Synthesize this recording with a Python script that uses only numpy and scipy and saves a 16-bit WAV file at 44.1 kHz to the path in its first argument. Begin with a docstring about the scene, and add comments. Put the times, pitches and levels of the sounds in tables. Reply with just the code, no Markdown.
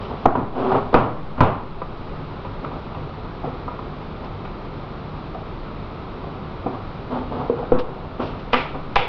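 """A long fiberglass shell is worked loose from its mold on a workshop bench: it knocks, ticks, flexes
and scrapes, then lets go with sharp cracks. Each contact is a noise burst that rings the hollow shell
and booms the bench. A sleeve brushes along the shell, ventilation hums, and the small room answers the
blows. The loudest blows make the recorder's gain control thump and duck."""
import sys
import numpy as np
from scipy import signal
from scipy.fft import rfft, irfft, next_fast_len
from scipy.io import wavfile
from scipy.ndimage import uniform_filter1d, map_coordinates

SR = 44100
rng = np.random.default_rng(int(sys.argv[2]) if len(sys.argv) > 2 else 0)


def dump_mix(stems):
    """Bounce the given channels to the path in sys.argv[1] as a 16-bit WAV at rate SR."""
    frames = np.atleast_2d(stems).T  # one column per channel
    limited = np.clip(frames, -1, 1)  # hard clip at full scale
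    pcm = np.round(limited * 32767).astype(np.int16)
    wavfile.write(sys.argv[1], SR, pcm)


N = 400428
T = np.arange(N) / SR
# reverb time of the workshop: (frequency [Hz], t60 [s])
ROOM_DECAY = [(120, 0.53), (800, 0.49), (3000, 0.43)]


def knocks():
    """The shell strikes its mold with a hard click; the heavy blows graze it just before they land."""
    # (time [s], level [dB], bass [dB], snap [dB], contact length [s], shell note [Hz], echo [dB],
    #  boom [dB], bench note [Hz], click peak [dB]); bass, snap, echo and boom are relative to the level
    hits = [(.255, -3.5, -3, -26.5, .013, 683, -11.5, -8, 293, -28),
            (0.3522, -14, 1.5, -24, 0.011, 986, -4.5, -5, 277, -44),
            (0.716, -16, -5.5, -24, 0.02, 895, -3, -22, 345, -34),
            (0.748, -19, -8, -21, 0.055, 1150, -12, -17.5, 345, -43),
            (0.929, -20.5, -5.5, -24, .014, 427, -8, -11, 349, -32),
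            (0.9418, -4.5, -2.5, -18, 0.017, 593, -3, -13.5, 255, -13),
            (1.377, -27.5, 2.5, -21, .036, 608, -1.5, -2.5, 123.5, -39),
            (1.406, -5, -3.5, -17.5, 0.013, 952, -2.5, -8, 112, -11)]
    track = np.zeros(N)
    for s, db, bass_db, snap_db, length, ring_hz, echo_db, boom_db, boom_hz, click_db in hits:
        add(track, s, blow(db, length, ring_hz, bass_db, snap_db, echo_db, boom_db, boom_hz))
        add(track, s, amp(click_db) * resin_click())
    return track


def cracks():
    """The bond tears with a rising rasp, then lets go in two bright snaps; shell and freed rim ring on."""
    # (time [s], level [dB], gap between snaps [s], shell note [Hz], tear length [s],
    #  boom re level [dB], bench note [Hz], rim note [Hz])
    breaks = [(8.5314, -11.5, .0085, 1170, 0.01, -15, 252, 2090),
              (8.9574, -11, .006, 935, 0.0019, -24, 95, 2980)]
    # high modes of the thin rim: (frequency [Hz], level [dB], t60 [s])
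    rim_modes = [(1500, 3.5, 0.63), (1780, 1, 0.54), (2010, 6.5, 0.38), (2145, -4, .33), (2300, -0.5, 0.65),
                 (2690, -1.5, .3), (3070, -2, 0.3), (3411, -4, 0.65), (3700, -4.5, .4)]
    track, t = np.zeros(N), T[:SR // 20]
    for s, db, gap, ring_hz, tear, boom_db, boom_hz, rim_hz in breaks:
        rasp = splinter(t / tear * (t < tear))
        add(track, s - tear, amp(db - 15) * rasp)
        add(track, s, amp(db) * resin_click())
        for start, level_db in [(s, db), (s + gap, db + 0.5)]:
            snap = blow(level_db, length=0.0062, ring_hz=ring_hz, bass_db=-24.5, snap_db=0.5,
                        echo_db=-11, boom_db=boom_db, boom_hz=boom_hz, ring_db=-4)
            add(track, start, snap)
        hollow = shell_ring(ring_hz=500, snap_db=-22, room_db=-3)  # the shell springs free
        add(track, s + gap, amp(db - 12) * hollow)
        rim = modes(rim_modes, nearness(rim_modes, rim_hz, octaves=0.4), rise=0.0036, shift=0.0016)
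        add(track, s, amp(db - 17.5) * rim)
    return track


def ticks():
    """Prying fingers tick on the rim, light and dry, each ringing the shell at another place."""
    # (time [s], level [dB], snap re level [dB], contact length [s], shell note [Hz])
    taps = [(1.8162, -22.5, -16.5, 0.01, 1100), (2.448, -29.5, -13, 0.0086, 1040),
            (2.646, -28, -9, 0.0066, 1260), (2.714, -32, -21, 0.0087, 990), (2.946, -34, -10, 0.018, 1000),
            (3.249, -36.5, -14, 0.018, 1060), (3.679, -24, -23, 0.0038, 1100),
            (3.789, -31, -14, 0.006, 1100), (4.012, -38, -19, 0.018, 950), (4.255, -35, -17, .007, 910),
            (4.45, -37, -3, 0.013, 1220), (5.347, -28, -20, 0.0073, 690), (6.237, -34.5, -20, 0.01, 744)]
    track = np.zeros(N)
    for s, db, snap_db, length, ring_hz in taps:
        tick = blow(db, length, ring_hz, bass_db=-12.5, snap_db=snap_db,
                    echo_db=-16.5, boom_db=-17.5, ring_db=-3)
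        add(track, s, tick)
    return track


def bumps():
    """The flexing shell gives way softly with a short, hollow note and almost no snap."""
    # (time [s], level [dB], contact length [s], ring re level [dB], shell note [Hz], boom re level [dB])
    flexes = [(3.438, -32, 0.013, 1.5, 700, -5), (3.473, -39, .013, 9, 520, -6),
              (6.661, -27, 0.0034, 5.5, 268, -0.5), (7.497, -24, 0.0096, 11, 450, -3),
              (7.595, -38, 0.0095, 10, 480, -9), (7.626, -29.5, 0.0074, 1, 610, -9),
              (7.7192, -13.5, 0.0062, 6, 490, -8), (8.198, -31, .04, 4.5, 281, 0),
              (8.744, -30, 0.034, -2.5, 480, -20)]
    track = np.zeros(N)
    for s, db, length, ring_db, ring_hz, boom_db in flexes:
        bump = blow(db, length, ring_hz, bass_db=0.5, snap_db=-22,
                    echo_db=-5.5, boom_db=boom_db, ring_db=ring_db)
        add(track, s, bump)
    return track


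def blow(db, length, ring_hz, bass_db, snap_db, echo_db, boom_db, boom_hz=280, ring_db=-3.5):
    """One contact: its noise, the shell's ring and a bench boom whose note depends on where it lands."""
    # low modes of the bench and the hollow mold on it: (frequency [Hz], level [dB], t60 [s])
    bench_modes = [(96.9, -3.5, 0.47), (129, -2, 0.33), (184.7, -7.5, 0.13), (251.2, 3.5, 0.23),
                   (279.3, -2.5, 0.31), (349, 0.5, .2)]
    weight = nearness(bench_modes, boom_hz, octaves=0.32) + amp(-15)
    boom = amp(boom_db) * modes(bench_modes, weight, rise=0.0024)
    shell = amp(ring_db) * shell_ring(ring_hz, snap_db)
    return amp(db) * (contact_noise(bass_db, snap_db, length, echo_db) + shell + boom)


def shell_ring(ring_hz, snap_db, room_db=-10, wall_s=0.026, wall_db=-13):
    """Modes near ring_hz ring most, a harder snap reaches the higher ones, and a near wall slaps back."""
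    # modes of shell and mold: (frequency [Hz], level [dB], t60 [s])
    shell_modes = [(251, -5, 0.031), (379.3, -6, 0.41), (453.7, 9, 0.037), (491.2, 8.5, 0.075),
                   (643, 1.5, 0.097), (731.5, 10.5, 0.043), (794.4, 8.5, 0.058), (990, 4.5, 0.048),
                   (1208, -1, 0.067), (1298, -0.5, 0.051), (1470, -16.5, 0.11), (2050, -19.5, 0.07),
                   (2430, -10.5, 0.16), (2510, -10, 0.075)]
    hz = np.array(shell_modes)[:, :1]
    favoured = nearness(shell_modes, ring_hz, octaves=0.28)
    tilt_db_per_octave = 0.42 * (snap_db + 9)
    others = amp(-17 + tilt_db_per_octave * np.maximum(np.log2(hz / 650), 0))
    ring = band(modes(shell_modes, favoured + others, rise=0.0015), 3400, "low", order=4)
    echo = amp(room_db) * room(ring)
    add(echo, wall_s, amp(wall_db) * ring)
    return ring + echo


def contact_noise(bass_db, snap_db, length, echo_db, rise_s=0.0022, build_s=0.011):
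    """A short noise burst in three bands (bass, body, snap), each with its diffuse echo."""
    # tone of the contact: (frequency [Hz], level [dB])
    colour = [(50, -9), (95, 8.5), (190, 5.5), (260, 6), (550, 3.5), (1000, 5.5), (1300, 2), (1700, -13),
              (2400, -9), (3400, -16.5), (4300, -26.5), (5200, -33), (6200, -51.5), (8000, -65),
              (10000, -97.5)]
    # (low edge [Hz], high edge [Hz], level [dB], time stretch [ratio])
    bands = [(60.4, 380, bass_db, 0.82), (397, 1860, 0.011, 0.79), (1670, 10000, snap_db + 0.5, 0.89)]
    t = T[:SR * 3 // 4]
    out = np.zeros(len(t))
    for lo_hz, hi_hz, db, stretch in bands:
        direct, echo = (unit(band(noise(colour, len(t)), [lo_hz, hi_hz], "band", order=5))
                        for _ in range(2))
        burst = (1 - np.exp(-(t / (rise_s * stretch)) ** 2)) * np.exp(-(t / (length * stretch)) ** 2)
        direct *= np.linalg.norm(burst) / np.linalg.norm(direct * burst)  # the envelope sets the energy
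        tail = (1 - np.exp(-t / build_s)) * fade(t, along(ROOM_DECAY, np.sqrt(lo_hz * hi_hz)))
        out += amp(db) * (direct * burst + amp(echo_db) * echo * tail)
    return out


def resin_click(t60=0.0012):
    """The sharp click of hard resin at the first instant of contact."""
    return splinter(fade(T[:SR // 20], t60))


def splinter(envelope, band_hz=(900, 3300), top_hz=5400):
    """Hard, bright grit under a very short envelope, peak 1."""
    grit = band(envelope * rng.standard_normal(len(envelope)), band_hz, "band", order=2)
    grit = band(grit, top_hz, "low", order=8)
    return grit / np.abs(grit).max()


def rubbing(slips_per_s=5000, grit_db=-2, room_db=-9, sing_db=5, sing_width_hz=35, release_t60=0.31):
    """The shell slides on the mold: tiny irregular slips shake it, most at a note set by the grip."""
    # (time [s], rise [s], time to release [s], level [dB], singing note [Hz])
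    strokes = [(0, 0.0066, .057, -33.5, 384), (0.085, 0.021, 0.027, -26.5, 480),
               (0.516, 0.054, 0.25, -19, 386), (2.63, 0.0048, 0.026, -33, 298),
               (2.72, 0.0089, 0.018, -33, 298), (2.948, 0.018, 0.025, -34, 506),
               (3.423, 0.015, 0.027, -29.5, 490), (4.195, .018, 0.035, -34.5, 437),
               (4.433, 0.0073, .024, -39, 390), (6.195, .02, 0.12, -39, 760),
               (6.722, 0.011, 0.022, -30.5, 387), (7.09, 0.023, 0.078, -25, 238),
               (7.306, 0.0075, 0.12, -27, 470), (7.561, .015, .032, -28, 480),
               (7.835, .02, 0.22, -36.5, 378), (8.187, 0.012, 0.031, -22.5, 280),
               (8.734, 0.0085, 0.016, -35, 263)]
    # tone of the scrape: (frequency [Hz], level [dB])
    colour = [(60, -39), (135, -0.5), (180, -17.5), (255, 4), (310, -10), (390, -2), (570, -5.5),
              (800, -4.5), (1250, -10), (1750, -28.5), (2500, -30.5), (3400, -32), (5000, -44.5),
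              (7000, -71), (9500, -120)]
    t, track = T[:SR], np.zeros(N)
    for s, rise, length, db, ring_hz in strokes:
        effort = (1 - np.exp(-(t / rise) ** 2)) * fade(np.maximum(t - length, 0), release_t60)
        slips = (rng.random(SR) < slips_per_s / SR) * rng.standard_normal(SR)
        friction = unit(slips) + amp(grit_db) * rng.standard_normal(SR)
        response = lambda hz: amp(along(colour, hz) + sing_db * bell(hz, ring_hz, sing_width_hz))
        add(track, s, amp(db) * effort * unit(filtered(friction, response)))
    return track + amp(room_db) * room(track)


def brushing():
    """Sleeve and fingers brush the shell: dry swishes that rise fast and trail off."""
    # (time [s], length [s], peak level [dB])
    swishes = [(0.0, 0.072, -46), (0.156, 0.19, -50), (4.24, 0.017, -45), (7.785, 0.016, -30),
               (8.198, 0.085, -42), (8.386, 0.02, -49)]
    swell = np.zeros(N)
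    for s, length, db in swishes:
        progress = T[:SR] / (length / 2)  # 1 at the peak
        add(swell, s, amp(db) * progress * np.exp(1 - progress))
    # tone of the cloth: (frequency [Hz], level [dB])
    colour = [(300, 3.5), (1200, -0.5), (1800, -0.5), (2800, 7), (4200, -1), (5500, -10),
              (7000, -49), (10000, -94)]
    return swell * noise(colour, N) * amp(wobble(110))


def gain_thumps(rise_s=0.0013, drift_t60=0.49, overshoot_t60=2.4):
    """The recorder's gain control thumps on the loudest blows: a sub-bass offset jumps and drifts back."""
    # (time [s], level [dB], polarity [+1 or -1], overshoot [share])
    offsets = [(0.26, -10.5, 1, 0.37), (0.943, -10, 1, 0.31), (1.407, -9, 1, 0.13), (7.724, -8, -1, 0.035),
               (8.537, -18.5, 1, 0.46), (8.962, -12, 1, .25)]
    track, t = np.zeros(N), T[:2 * SR]
    jump = 1 - np.exp(-(t / rise_s) ** 2)
    for s, db, polarity, overshoot in offsets:
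        drift = (1 + overshoot) * fade(t, drift_t60) - overshoot * fade(t, overshoot_t60)
        add(track, s, np.sign(polarity) * amp(db) * jump * drift)
    return track


def ventilation(air_db=-32, hiss_db=-46.7):
    """A steady rush of air and a faint hiss around the fan's low, blurred drone."""
    # tone of the air's rumble and of the hiss: (frequency [Hz], level [dB])
    air_colour = [(12, -17.5), (25, 13.5), (42, 5.5), (62, 3), (90, 5), (170, 3.5), (250, 0), (320, -2),
                  (380, 0), (520, -5), (1000, -6.5), (1280, -7), (1650, -19.5), (2800, -60.5)]
    hiss_colour = [(900, -3.5), (1300, 8), (1700, 2), (2400, 2), (3000, -1.5), (3900, -2), (5200, -14),
                   (6300, -30.5), (7500, -45), (10000, -100)]
    # drone of the fan: (frequency [Hz], width [Hz], level [dB])
    fan_notes = [(98.1, 8.7, -48.5), (150.1, 11, -42.5)]
    air = amp(air_db) * unit(band(noise(air_colour, N), 1500, "low", order=4))
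    drone = sum(amp(db) * unit(filtered(rng.standard_normal(N), lambda f: bell(f, hz, width)))
                for hz, width, db in fan_notes)
    return air + drone + amp(hiss_db) * noise(hiss_colour, N)


def room(x, build_s=0.02):
    """A fresh diffuse tail of the workshop, building up over the first reflections."""
    hz, t, spectrum = signal.stft(rng.standard_normal(SR // 2), SR, nperseg=256)
    decay = fade(t, along(ROOM_DECAY, hz)[:, None])
    _, tail = signal.istft(spectrum * decay, SR, nperseg=256)
    tail *= 1 - np.exp(-(T[:len(tail)] / build_s) ** 2)
    return signal.fftconvolve(x, tail / np.linalg.norm(tail))[:len(x)]


def modes(table, weight, rise, shift=0.0089):
    """Decaying modes, rms 1 at the start; the grip changes, so they shift a little from blow to blow."""
    t = T[:SR * 3 // 4]
    hz, db, t60 = np.transpose(table)[:, :, None]
    detune, scatter_db = rng.standard_normal((2,) + hz.shape)
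    phase = 2 * np.pi * (hz * (1 + shift * detune) * t + rng.random(hz.shape))
    partials = weight * amp(db + scatter_db) * np.sin(phase) * fade(t, t60)
    ring = partials.sum(axis=0) * (1 - np.exp(-t / rise))
    return ring / np.std(ring[:SR // 60])


def nearness(table, hz, octaves):
    """Weight of each mode: 1 at the favoured pitch, less further away."""
    return np.exp(-(np.log2(np.array(table)[:, :1] / hz) / octaves) ** 2)


def bell(hz, centre_hz, width_hz):
    """A resonance peak of height 1."""
    return 1 / (1 + (2 * (hz - centre_hz) / width_hz) ** 2)


def amp(db):
    """Decibels to gain."""
    return 10 ** (np.asarray(db) / 20)


def unit(x):
    """Scaled to rms 1."""
    return x / np.sqrt(np.mean(x ** 2) + 1e-20)


def along(points, hz):
    """(frequency [Hz], value) points read on a log axis."""
    freqs, values = np.transpose(points)
    return np.interp(np.log(hz + 1), np.log(freqs), values)


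def filtered(x, response):
    """Zero-phase EQ; response gives the gain at each frequency."""
    size = next_fast_len(len(x) + 8192)
    return irfft(rfft(x, size) * response(np.fft.rfftfreq(size, 1 / SR)), size)[:len(x)]


def noise(spectrum, size):
    """Coloured noise of rms 1."""
    return unit(filtered(rng.standard_normal(size), lambda hz: amp(along(spectrum, hz))))


def band(x, hz, kind, order):
    """Causal Butterworth filter."""
    return signal.sosfilt(signal.butter(order, hz, kind, fs=SR, output="sos"), x)


def fade(t, t60):
    """Exponential decay, 60 dB in t60."""
    return np.exp(-np.log(1000) * t / t60)


def wobble(rate):
    """A smooth random curve, rate knots a second."""
    return map_coordinates(rng.standard_normal(int(N * rate / SR) + 4), [T * rate])


def add(track, s, sound):
    """Mix a sound into the track at time s."""
    part = track[max(round(s * SR), 0):][:len(sound)]
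    part += sound[:len(part)]


def scene():
    """All layers, mixed to mono."""
    shell = knocks() + ticks() + bumps() + cracks() + rubbing()
    return (shell + brushing() + gain_thumps() + ventilation())[None]


def record(dry, threshold_db=-16, slope=0.31, release_db_per_s=7, attack_s=0.0022, top_hz=15800):
    """Gain control ducks fast and recovers slowly; the highest peaks clip and the top treble is cut."""
    x = dry[0]
    level_db = 10 * np.log10(np.abs(uniform_filter1d(x ** 2, SR // 250)) + 1e-9)
    excess_db = slope * np.maximum(level_db - threshold_db, 0)
    held_db = np.maximum.accumulate(excess_db + release_db_per_s * T) - release_db_per_s * T
    duck_db = band(held_db, 1 / (np.pi * attack_s), "low", order=2)
    ducked = x * amp(-duck_db)
    clipped = ducked / (1 + ducked ** 20) ** (1 / 20)
    return filtered(clipped, lambda hz: hz < top_hz)[None]


dry = scene()
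out = record(dry)
dump_mix(out)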